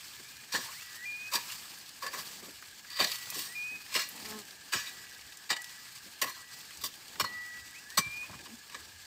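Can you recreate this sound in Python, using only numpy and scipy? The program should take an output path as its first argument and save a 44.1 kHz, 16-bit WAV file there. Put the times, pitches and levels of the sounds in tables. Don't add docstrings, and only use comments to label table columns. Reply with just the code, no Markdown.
import sys
import numpy as np
from scipy import signal
from scipy.fft import rfft, irfft
from scipy.io import wavfile
from scipy.ndimage import uniform_filter1d, map_coordinates

SR = 44100
rng = np.random.default_rng(int(sys.argv[2]) if len(sys.argv) > 2 else 0)


def unload_audio(sound):
    columns = np.transpose(np.atleast_2d(sound))
    steps = np.round(np.clip(columns, -1, 1) * 32767)
    wavfile.write(sys.argv[1], SR, steps.astype(np.int16))


def voltage_ratio(decibels):
    exponent = np.asarray(decibels, float) / 20
    return 10 ** exponent


N = 399525


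def along(points, hz):
    f, v = np.transpose(points)
    return np.interp(np.log(hz + 1), np.log(f + 1), v)


def curves(rows):
    s, *cols = np.transpose(rows)
    return [np.interp(np.arange(N) / SR, s, c) for c in cols]


def wobble(rate):
    knots = rng.standard_normal(int(N * rate / SR) + 4)
    return map_coordinates(knots, [np.arange(N) * rate / SR])


def filtered(x, response):
    m = x.shape[-1]
    y = irfft(rfft(x) * response(np.fft.rfftfreq(m, 1 / SR)), m)
    return y / np.sqrt(np.mean(y ** 2, axis=-1, keepdims=True) + 1e-20)


def grit(shape, sparse, spike):
    return rng.standard_normal(shape) * (1 + spike * (rng.random(shape) < sparse))


def resonance(hz, centre, width):
    return 1j * hz * width / (centre ** 2 - hz ** 2 + 1j * hz * width)


def modes(hz, table, lo, hi, scatter_db, wide):
    total = 0
    for k, (centre, width, db) in enumerate(table):
        if lo < centre < hi:
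            strength = (-1) ** k * voltage_ratio(db + scatter_db[..., k, None])
            total = total + strength * resonance(hz, centre, width * wide)
    return total


def placed(s, rows):
    at = np.round(s * SR).astype(int) + np.arange(rows.shape[1])
    return np.bincount(at.ravel(), rows.ravel(), N + SR)[:N]


def placed_peaks(s, peak_db, rows):
    return placed(s, voltage_ratio(peak_db) * rows / np.abs(rows).max(axis=1, keepdims=True))


# start_s, grit_peak_db, low_modes_db (re grit), contact_length_s
CUTS = [(0.52, -23.5, -17, 0.018), (0.534, -20.5, -10, 0.024), (0.549, -21, -19, 0.032),
        (1.334, -19, -21, 0.02), (1.351, -14, -18, 0.013), (2.018, -32.5, 0.5, 0.04),
        (2.0553, -36, 3, 0.034), (2.128, -29, -5.5, 0.037), (2.984, -21, -8.5, 0.059),
        (2.997, -24, -5, 0.014), (3.017, -26, -15, 0.027), (3.037, -22, -22, 0.017),
        (3.043, -16, -18, 0.005), (3.937, -21, -20, 0.026), (3.948, -17.5, -14.5, 0.03),
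        (3.976, -23.5, -16, 0.064), (3.9925, -21, -27, 0.008), (4.018, -23, -21, 0.0043),
        (4.7194, -19.5, -15.5, 0.048), (5.491, -28, -18, 0.014), (5.501, -16, -19.5, 0.014),
        (5.511, -21, -20, .012), (6.2144, -15, -11.5, 0.015), (6.2375, -24, -3, 0.0088),
        (6.836, -20, -12, 0.013), (6.849, -22.5, -17, 0.022), (7.197, -16, -4, 0.0075),
        (7.204, -18, -4, 0.012), (7.24, -30, 6.5, 0.012), (7.972, -11, -7, 0.022), (8.743, -30, -5, 0.011)]
MORE_CUTS = [(0.566, -30, -14, 0.11), (0.684, -44, 4, 0.017), (1.311, -24.5, -9, 0.081),
             (2.17, -29, -11, 0.047), (2.424, -38, -15, 0.052), (2.894, -38.5, -12.5, 0.073),
             (2.953, -34, -8, 0.07), (2.971, -31, -22, 0.007), (3.056, -27, -24, 0.05),
             (3.1127, -24.5, -27, 0.011), (3.3385, -28.5, -14.5, 0.032), (3.365, -26.5, -22, 0.076),
             (3.389, -22, -23, 0.0067), (3.43, -34, -21, 0.057), (3.89, -38, -15, 0.05),
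             (3.919, -30.5, -15, 0.032), (4.25, -32.5, -19, 0.016), (4.31, -53, 0, 0.013),
             (4.754, -27.5, -15, 0.086), (4.854, -33.5, -19, 0.044), (5.525, -24, -11, 0.011),
             (5.5615, -27.5, -13, 0.01), (6.255, -33, -2.5, 0.063), (7.902, -42, -13, 0.027),
             (8.292, -47, -3, 0.046), (8.328, -48.5, 7, 0.025), (8.453, -39.5, -4, 0.02),
             (.502, -53, -22, .02), (6.809, -33, -21, 0.023), (8.7, -43.5, -5.5, 0.13), (8.225, -50, 4, .03)]
# start_s, middle_modes_db, spray_db (both re grit)
STROKES = [(.4, -10, -16), (1.2, -10, -12), (1.9, -13, -10), (2.1, -12, -10), (2.8, -6, -12.5),
           (3.3, -10.5, -8), (3.8, -7.5, -13.5), (4.1, -5, -14), (4.6, -5.5, -14.5), (5.4, -3, -18),
           (6.1, -9.5, -7), (6.7, -18.5, -8.5), (7.1, -14.5, -10.5), (7.8, -14.5, -11), (8.2, -8.5, -25)]
# mode_hz, mode_hz, mode_hz, level_db (re grit)
WOKEN = [(4540, 5370, 4300, -4.5), (4700, 4600, 2970, -11), (4700, 8700, 4700, -6), (4650, 6000, 3300, -22),
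         (4700, 3720, 4100, -2), (4480, 24000, 5400, -3), (4230, 5300, 2750, -1.5), (4200, 4670, 2310, -7),
         (4600, 5330, 6570, -7.5), (4300, 4700, 7500, -2), (7460, 8700, 5900, -5), (4750, 5540, 3600, -7),
         (4270, 2970, 5370, 3), (6000, 7880, 8600, -3), (5150, 1700, 3800, -6)]
# at_522_hz_db, at_950_hz_db, at_1100_hz_db
LOW_LEAN = [(4, 3, -3), (3, 2.5, -4.5), (5, 4, 0), (3, 1, 0), (2, 2, -2), (-1, 2, -3), (-2, -1, -8),
            (-1, -2, 1), (2, 2, -6), (4, 4, -5), (2, 6, -1), (-2, 6, -1), (3, 0, -1), (-3, 2, 2), (3, 4, 0)]
# at_1700_hz_db, at_1950_hz_db, at_2400_hz_db, at_2990_hz_db
MID_LEAN = [(4, 2, -2, 2), (1, 0, 0, 4), (1, 0, -1, -3), (3, -2, -1, 0), (-2, 2, 1.5, 6.5), (-2, -2, -3, 4),
            (0.5, 3, 5.5, -1), (0, 0, 4, -1), (2, -1, 3, 2), (-2.5, 3.5, -2, 1), (0, 5.5, -6, 6),
            (2, 3, -8, -3), (3, 0, 0, -2), (1.5, 2, -2, 5), (-3, -2, 0, 2)]
LEANING = [0, 2, 3, 4, 5, 6, 7]
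# mode_hz, width_hz, level_db
SHAFT = [(522, 30, -19), (628, 25, -22), (950, 50, -15)]
BLADE = [(1100, 60, 0), (1700, 53, -2), (1950, 38, -1), (2400, 84, -5), (2990, 86, -7), (3740, 43, -9),
         (4470, 100, -5), (4730, 99, -4), (5360, 65, -7), (5670, 64, -7), (6260, 58, -8), (6990, 120, -12),
         (7480, 190, -11), (7880, 70, -10), (8660, 180, -11)]
# frequency_hz, response_db
CRUNCH = [(1800, -77), (2800, 20), (4300, 24), (5600, 18), (7500, 19), (8800, 22.5), (10500, -13)]
# frequency_hz, response_db
SPRAY = [(8000, -95), (9300, -6), (11000, 4), (13500, 7), (15000, 7), (15700, 1)]


def chops():
    s, db, low_db, length = np.transpose(CUTS + MORE_CUTS)[:, :, None]
    begun, mid_db, spray_db = np.transpose(STROKES)
    stroke = np.searchsorted(begun, s) - 1
    mid_db = mid_db[stroke] + 0.48 * (low_db + 3.5)
    spray_db = spray_db[stroke]

    t = np.arange(8192) / SR
    crumble = 0.13 * np.exp(-t / 0.035)
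    bite = np.exp(-(t / np.clip(length, 0.002, 0.09)) ** 2.2)
    rise = 1 - np.exp(-t / (0.18 * length))
    press = rise * (bite + crumble)
    force = grit((len(s), len(t)), 0.006, spike=4) * press

    tool = SHAFT + BLADE
    strength_db = rng.normal(0, 2.5, (len(s), len(tool)))
    strength_db[:, LEANING] += np.hstack([LOW_LEAN, MID_LEAN])[stroke[:, 0]]
    low = filtered(force * (bite + 0.3), lambda hz: modes(hz, tool, 0, 1400, strength_db, 1.3))
    mid = filtered(force, lambda hz: modes(hz, tool, 1400, 3300, strength_db, 1.5))
    high = filtered(force, lambda hz: modes(hz, tool, 3300, SR, strength_db, 2))
    crunch = filtered(force, lambda hz: voltage_ratio(along(CRUNCH, hz)))
    spray = filtered(force, lambda hz: voltage_ratio(along(SPRAY, hz)))
    *woken_hz, woken_db = np.transpose(WOKEN)[:, stroke]
    woken = filtered(force, lambda hz: sum(resonance(hz, centre, 75) for centre in woken_hz))

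    sound = voltage_ratio(-3.5) * high + voltage_ratio(-1) * crunch + voltage_ratio(woken_db) * woken
    sound = sound + voltage_ratio(spray_db + 6.5) * spray + voltage_ratio(mid_db + 12) * mid + voltage_ratio(low_db + 6.5) * low
    press_rms = np.sqrt(np.mean(press ** 2, axis=1, keepdims=True))
    return placed(s, voltage_ratio(db - 13.5) * press_rms * sound)


# start_s, peak_db, pitch_hz, t60_s
PINGS = [(0.5227, -29, 4650, 0.074), (2.026, -27, 4750, 0.06), (2.078, -27.5, 4650, 0.055),
         (2.901, -30, 4530, 0.1), (2.9287, -31, 4650, 0.22), (2.9547, -24, 4740, 0.35),
         (3.001, -10.5, 4540, 0.056), (4.7594, -27, 5250, 0.099), (4.864, -27.5, 3790, 0.12),
         (6.274, -31.5, 4260, 0.52), (7.2469, -22.5, 4276, 0.14), (7.972, -12, 4280, 0.034)]
KNOCKS = [(.541, -23.5, 975, 0.16), (.546, -15, 1736, 0.076), (1.334, -23, 955, 0.23),
          (2.032, -27, 1720, 0.19), (2.062, -23.5, 1710, 0.13), (2.133, -31, 1670, 0.45),
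          (3.958, -13.5, 2850, 0.046), (4.731, -16.5, 1660, 0.078), (5.499, -26.5, 835, 0.31)]
MORE_KNOCKS = [(1.5, -27, 2850, .1), (2.064, -32, 2740, .08), (2.028, -32.5, 522, 0.28), (2.997, -24, 633, .25),
               (2.996, -24, 3000, .15), (3.043, -17, 4450, 0.054), (3.115, -26, 4500, .2),
               (3.37, -36, 2700, .5), (3.36, -30, 8500, .7), (3.95, -22, 1980, 0.087), (3.968, -26, 1292, .12),
               (3.948, -25, 3200, .12), (4.728, -24, 1290, .12), (4.858, -33, 2400, .15),
               (5.501, -23.5, 1280, 0.099), (5.499, -21.5, 1954, .1), (5.501, -20, 3752, .15),
               (6.216, -20, 1940, .1), (6.216, -23, 2700, 0.17), (6.365, -39, 1110, .2), (.64, -36, 930, 0.33)]


def pings(rows):
    s, db, centre, t60 = np.transpose(rows)[:, :, None]
    t = np.arange(8192) / SR
    fade = voltage_ratio(-60 * t / t60) * (1 - np.exp(-t / 0.0011))
    rub = grit((len(s), len(t)), 0.021, spike=2.4) * fade
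    tone = filtered(rub, lambda hz: resonance(hz, centre, 90))
    return placed_peaks(s, db - 7.5, tone)


# start_s, peak_db, pitch_hz
SNAPS = [(0.043, -37, 4510), (1.862, -38, 4230), (1.892, -35, 4460), (2.6245, -38.5, 1600),
         (2.846, -43.5, 1590), (3.864, -37.5, 2540), (4.388, -36, 6500), (4.508, -39, 4160),
         (5.3712, -39, 6500), (6.708, -38.5, 2200), (6.772, -36, 5510), (7.081, -37.5, 4600),
         (7.156, -38, 1640), (8.391, -38.5, 2270), (8.552, -45, 6660), (8.698, -39, 2400),
         (0.3674, -40, 4410), (1.8103, -54, 4270), (4.1604, -47, 4700), (4.1994, -40, 4670),
         (4.2872, -40, 7590), (5.3223, -40, 3460), (5.7523, -53, 3000), (6.9396, -38, 3540),
         (8.312, -43, 5150), (5.148, -40, 3600), (5.21, -41, 4570), (2.9018, -43, 6000),
         (3.2575, -35, 4060), (3.157, -29.5, 4500), (7.902, -35, 4730), (3.272, -40, 1200),
         (3.324, -38, 1000), (4.322, -36.5, 1500), (5.068, -43, 2600), (5.195, -45, 5000),
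         (5.695, -43, 4470), (8.296, -41.5, 700), (2.065, -31, 4300), (2.187, -35, 4500),
         (0.958, -39, 14000), (1.52, -36, 6540), (3.3015, -28.5, 6000), (3.3448, -31, 7000),
         (4.0884, -31, 12600), (5.618, -32, 7750), (5.643, -33.5, 5500)]
MORE_SNAPS = [
    (1.3357, -25, 5000),
    (2.13, -40, 1100),
    (3.1165, -27.5, 3740),
    (3.3035, -28, 14000),
    (6.295, -37, 8000),
]


def snaps(rows):
    s, db, centre = np.transpose(rows)[:, :, None]
    t = np.arange(2048) / SR
    crack = rng.standard_normal((len(s), len(t))) * np.exp(-t / 0.0052)
    crack = filtered(crack, lambda hz: resonance(hz, centre, 0.55 * centre))
    return placed_peaks(s, db + 1.5, crack)


# start_s, peak_db, pitch_hz, length_s
THUMPS = [(0.191, -49.5, 257, 0.032), (0.537, -36.5, 275, 0.052), (0.567, -43.5, 304, 0.055),
          (1.344, -37, 337, 0.033), (2.03, -49, 535, 0.047), (2.133, -43, 510, 0.065),
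          (2.42, -42.5, 316, 0.025), (2.459, -43.5, 260, 0.048), (2.993, -32.5, 627, 0.032),
          (3, -34, 247, 0.039), (3.026, -40, 619, 0.077), (3.354, -40.5, 282, 0.044),
          (3.95, -33, 435, 0.037), (4.736, -35.5, 370, 0.033), (5.503, -36, 326, 0.03),
          (6.055, -48, 271, 0.028), (6.22, -32.5, 540, 0.028), (6.242, -42, 260, 0.053),
          (6.829, -44.5, 263, 0.04), (7.201, -30, 448, 0.011), (7.244, -47, 519, 0.023),
          (7.98, -30, 193, 0.02), (8.055, -44, 90, 0.031), (8.292, -43, 151, 0.028),
          (8.391, -48.5, 255, 0.038), (3.7, -52.5, 210, 0.093), (4.93, -57, 210, .06),
          (8.335, -46.5, 90, 0.028), (8.464, -47, 322, 0.057), (8.739, -50, 360, 0.067),
          (3.016, -48, 152, 0.034),
    (4.74, -43, 120, 0.03),
    (7.213, -36.5, 124, 0.036),
]


def thumps():
    s, db, centre, length = np.transpose(THUMPS)[:, :, None]
    t = np.arange(8192) / SR
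    push = t / np.clip(length, 0.004, 0.08) * 2.9
    puff = rng.standard_normal((len(s), len(t))) * push * np.exp(1 - push)

    def hollow(hz):
        low_cut = (1j * hz / (60 + 1j * hz)) ** 2
        high_cut = 1 / (1 + 1j * hz / (2.5 * centre))
        return resonance(hz, centre, 0.9 * centre) * low_cut * high_cut

    return placed_peaks(s, db - 0.5, filtered(puff, hollow))


# most_effort_s, rustle_db, clods_db (both over rest), dying_away_s
PULLS = [(0, 4, -2, 0.47), (.7, 6.5, -1, 0.39), (1.5, 7, -0.5, 0.33), (1.7, -0.5, 5.5, 0.2),
         (2.25, 7, 8.5, 0.17), (3.15, 11, -29, 0.038), (3.3, 8, 4.5, 0.44), (4.16, 4, 8.5, 0.14),
         (4.33, 4.5, 11.5, 0.11), (4.95, 3.5, 4.5, 0.15), (5.75, 2.5, -2.5, 1), (6.6, 1.5, 4, 0.68),
         (7.25, 1, 12, 0.1), (8.2, 2, 1.5, 0.11), (8.43, 0.5, 9, 0.032)]


def effort():
    peak_s, rustle_db, clods_db, fade = np.transpose(PULLS)[:, :, None]
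    late = np.arange(N) / SR - peak_s
    build = np.exp(-(late / 0.13) ** 2)
    die = np.exp(-np.abs(late) / np.clip(fade, 0.03, 1))
    shape = np.where(late < 0, build, die)
    return np.hstack([rustle_db, clods_db]).T @ shape


# rustle_db, clods_db, spray_db
REST_DB = (-53, -67, -62.5)


def crackle(pull_db):
    when, pitch, size = rng.random((3, 260, 1))
    t = np.arange(1024) / SR
    centre = 4300 * np.exp(1.6 * (pitch - 0.5))
    rasp = rng.standard_normal((len(when), len(t))) * t * np.exp(-t / 0.0022)
    rasp = filtered(rasp, lambda hz: resonance(hz, centre, 0.5 * centre))
    return voltage_ratio(REST_DB[0] - 6 + pull_db) * placed(when * N / SR, voltage_ratio(-12 * size) * rasp)


def patchy(x, depth_db):
    z = signal.stft(x, nperseg=512)[2]
    patches = uniform_filter1d(rng.standard_normal(z.shape), size=7, axis=0)
    patches = uniform_filter1d(patches, size=6, axis=1)
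    return signal.istft(z * voltage_ratio(depth_db * patches / patches.std()), nperseg=512)[1][:N]


# frequency_hz, response_db
REEDS = [(71, -18.5), (120, -4), (260, -21.5), (600, -21.5), (1200, -5.5), (1670, -11.5), (1840, -6.5),
         (2400, -3.5), (3840, -5.5), (4530, -0.5), (6140, -7), (7850, -4.5), (9620, -12.5), (14200, -12),
         (15700, -19)]
# frequency_hz, response_db
CLODS = [(90, -31), (180, -6), (280, -8), (600, -14), (900, -8), (1500, -46)]


def drag():
    pull_db, clod_db = effort()
    rustle_db, clods_db = REST_DB[0] + pull_db, REST_DB[1] + clod_db
    spray_db = REST_DB[2] + 1.46 * pull_db
    force = grit(N, 0.0018, spike=3) * voltage_ratio(0.8 * wobble(30) + 1.3 * wobble(70))
    force = patchy(force, depth_db=1.3)
    leaves = filtered(force, lambda hz: voltage_ratio(along(REEDS, hz)) * np.clip((10500 - hz) / 1600, 0, 1))
    blade = filtered(force, lambda hz: modes(hz, BLADE, 0, SR, np.zeros(len(BLADE)), 2.4))
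    spray = filtered(force, lambda hz: voltage_ratio(along(SPRAY, hz)))
    tumble = rng.standard_normal(N) * voltage_ratio(1.5 * wobble(25) + wobble(4))
    clods = filtered(tumble, lambda hz: voltage_ratio(along(CLODS, hz)))
    stirred = np.clip((rustle_db + 52) / 8, 0, 1)
    rustle = voltage_ratio(rustle_db) * (voltage_ratio(-0.5) * leaves + voltage_ratio(-21) * stirred * blade)
    return rustle + voltage_ratio(spray_db) * spray + voltage_ratio(clods_db) * clods + crackle(pull_db)


# set_free_s, main_mode_rms_db, fading_db_per_s, damped_again_s
FREED = [(.79, -58, 0, 1), (2.87, -58, 0, 2.97), (3.03, -50.5, 25, 3.42), (4, -56, 35, 4.45),
         (4.78, -55, 24, 5.48), (5.54, -53, 33, 5.95), (6.355, -53.5, 35, 6.66), (7.24, -44, 30, 7.9),
         (7.33, -50, 40, 7.6), (5.55, -49.5, 20, 5.618)]
# mode_hz, level_db
FREE = [
    (1948, 2),
    (1260, -15.5),
]


def ring():
    t = np.arange(N) / SR
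    size = 0
    for s, db, fade_db, end in FREED:
        gate = np.clip(np.minimum((t - s) / 0.02, (end - t) / 0.0076), 0, 1)
        size = size + voltage_ratio(db - fade_db * np.abs(t - s)) * gate
    tone = 0
    for hz, db in FREE:
        drift = 0.7 * wobble(10) + 0.35 * wobble(45)
        tone = tone + voltage_ratio(db + 2 + 1.4 * wobble(14)) * np.sin(2 * np.pi * hz * t + drift)
    return size * tone


def whistle(rows, edge=0.0043):
    hz, db = curves(rows)
    t = np.arange(N) / SR
    gate = np.clip(np.minimum(t - rows[0][0], rows[-1][0] - t) / edge, 0, 1)
    return 2 * np.pi * np.cumsum(hz) / SR, np.sqrt(2) * voltage_ratio(db) * gate


# time_s, pitch_hz, rms_db
FAR = [
    (0.22, 2130, -63),
    (0.29, 2440, -62),
    (0.44, 2420, -62),
]
FLICKS = [
    [(.735, 1790, -59), (.768, 1990, -54), (.797, 2330, -50), (.81, 2600, -52), (.832, 2790, -58)],
    [(3.285, 2050, -62), (3.305, 2410, -50), (3.335, 2680, -58)],
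    [(7.744, 1980, -51), (7.761, 2480, -48.5), (7.79, 2650, -52.5), (7.815, 2980, -66)],
]
# start_s, length_s, final_rms_db, swell_db
RISES = [
    (0.881, .175, -43.5, 20),
    (3.39, 0.16, -49, 14),
    (7.855, .125, -52.5, 3),
]
# start_hz, end_hz
RISE_HZ = (1650, 2010)
# time_s, pitch_hz, rms_db
HOLDS = [
    [(1.052, 2400, -44), (1.06, 2400, -40.5), (1.12, 2426, -40), (1.2, 2472, -45), (1.296, 2529, -44.5),
     (1.308, 2540, -54)],
    [(3.548, 2424, -47), (3.556, 2426, -40), (3.584, 2425, -38), (3.7, 2513, -42.5), (3.76, 2523, -40.5),
     (3.772, 2530, -49)],
    [(7.978, 2340, -41), (8.04, 2347, -41), (8.09, 2370, -45), (8.184, 2449, -40.5), (8.244, 2481, -43),
     (8.259, 2620, -51)],
]


def bird():
    rises = []
    for s, length, db, swell_db in RISES:
        rises.append([(s, RISE_HZ[0], db - swell_db), (s + length, RISE_HZ[1], db)])
    notes = map(whistle, [FAR] + FLICKS + rises + HOLDS)
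    return sum(size * np.sin(phase) for phase, size in notes) * voltage_ratio(1.5 * wobble(40))


# time_s, wingbeat_hz, rms_db
FLY = [
    (4.235, 217.3, -60),
    (4.3, 214.6, -59.5),
    (4.36, 216, -54.5),
    (4.41, 204.5, -62),
    (4.44, 200, -72),
]
# multiple, level_db
WINGS = [(1, 5), (2, 3), (3, -33), (4, -2.5), (5, 0), (6, -5), (7, -20), (8, -8), (9, -24)]


def fly():
    phase, size = whistle(FLY, edge=0.037)
    phase = phase + 0.16 * wobble(70)
    return size * sum(voltage_ratio(db + 2.5 * wobble(30)) * np.cos(k * phase) for k, db in WINGS)


# time_s, pitch_hz, rms_db
SUCK = [
    (8.5, 196, -65),
    (8.542, 237, -45.5),
    (8.58, 223, -82),
]


def mud():
    phase, size = whistle(SUCK, edge=0.0072)
    return size * np.sin(phase)


# centre_hz, width_hz, rms_db
POND = (1675, 148, -60.5)


def frogs():
    centre, width, db = POND
    lumps = rng.standard_normal(N) * voltage_ratio(1.8 * wobble(2.5) + 3 * wobble(55))
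    return voltage_ratio(db) * filtered(lumps, lambda hz: np.exp(-((hz - centre) / width) ** 2))


# time_s, buffet_db
WIND = [(0.0, -74), (1.97, -77), (2.37, -76), (2.85, -74.5), (4.92, -74), (5.85, -78), (7.09, -71),
        (7.65, -66), (7.87, -73), (8.1, -63.5), (8.53, -70), (9.06, -71)]
# frequency_hz, response_db
RUMBLE = [(15, -50), (30, -15), (70, 11), (130, 4), (300, -56)]


def wind():
    lumps = rng.standard_normal(N) * voltage_ratio(3.5 * wobble(11))
    return voltage_ratio(curves(WIND)[0]) * filtered(lumps, lambda hz: voltage_ratio(along(RUMBLE, hz)))


# frequency_hz, t60_s
FIELD = [(1200, 0.65), (2500, 0.87), (9000, 0.012)]


def field(x):
    hz, t, z = signal.stft(rng.standard_normal(SR // 2), SR, nperseg=256)
    fade = voltage_ratio(-60 * t / along(FIELD, hz)[:, None])
    tail = signal.istft(z * fade, SR, nperseg=256)[1]
    delayed = np.pad(x, (600, 0))
    return signal.fftconvolve(delayed, tail / np.linalg.norm(tail))[:N]


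def scene():
    hoe = chops() + pings(PINGS + KNOCKS) + snaps(SNAPS)
    song = bird()
    echo = field(voltage_ratio(-26) * hoe + voltage_ratio(-21) * song)
    ground = thumps() + drag() + ring() + mud()
    around = frogs() + fly() + wind()
    return (hoe + song + echo + ground + around + pings(MORE_KNOCKS) + snaps(MORE_SNAPS))[None]


def low_pass(x):
    return signal.sosfilt(signal.butter(12, 16650, fs=SR, output="sos"), x)


def record(dry):
    dry = dry / (1 + np.abs(dry / 0.3) ** 3) ** (1 / 3)
    above_limit = np.fft.rfftfreq(N, 1 / SR) > 15620
    top = irfft(rfft(dry) * above_limit, N)
    level = np.sqrt(np.abs(uniform_filter1d(dry ** 2, size=400, axis=1)))
    leak = voltage_ratio(-37) * top * np.clip(level / 0.05, 0, 1) ** 3
    return low_pass(dry - top + leak)


dry = scene()
out = record(dry)
unload_audio(out)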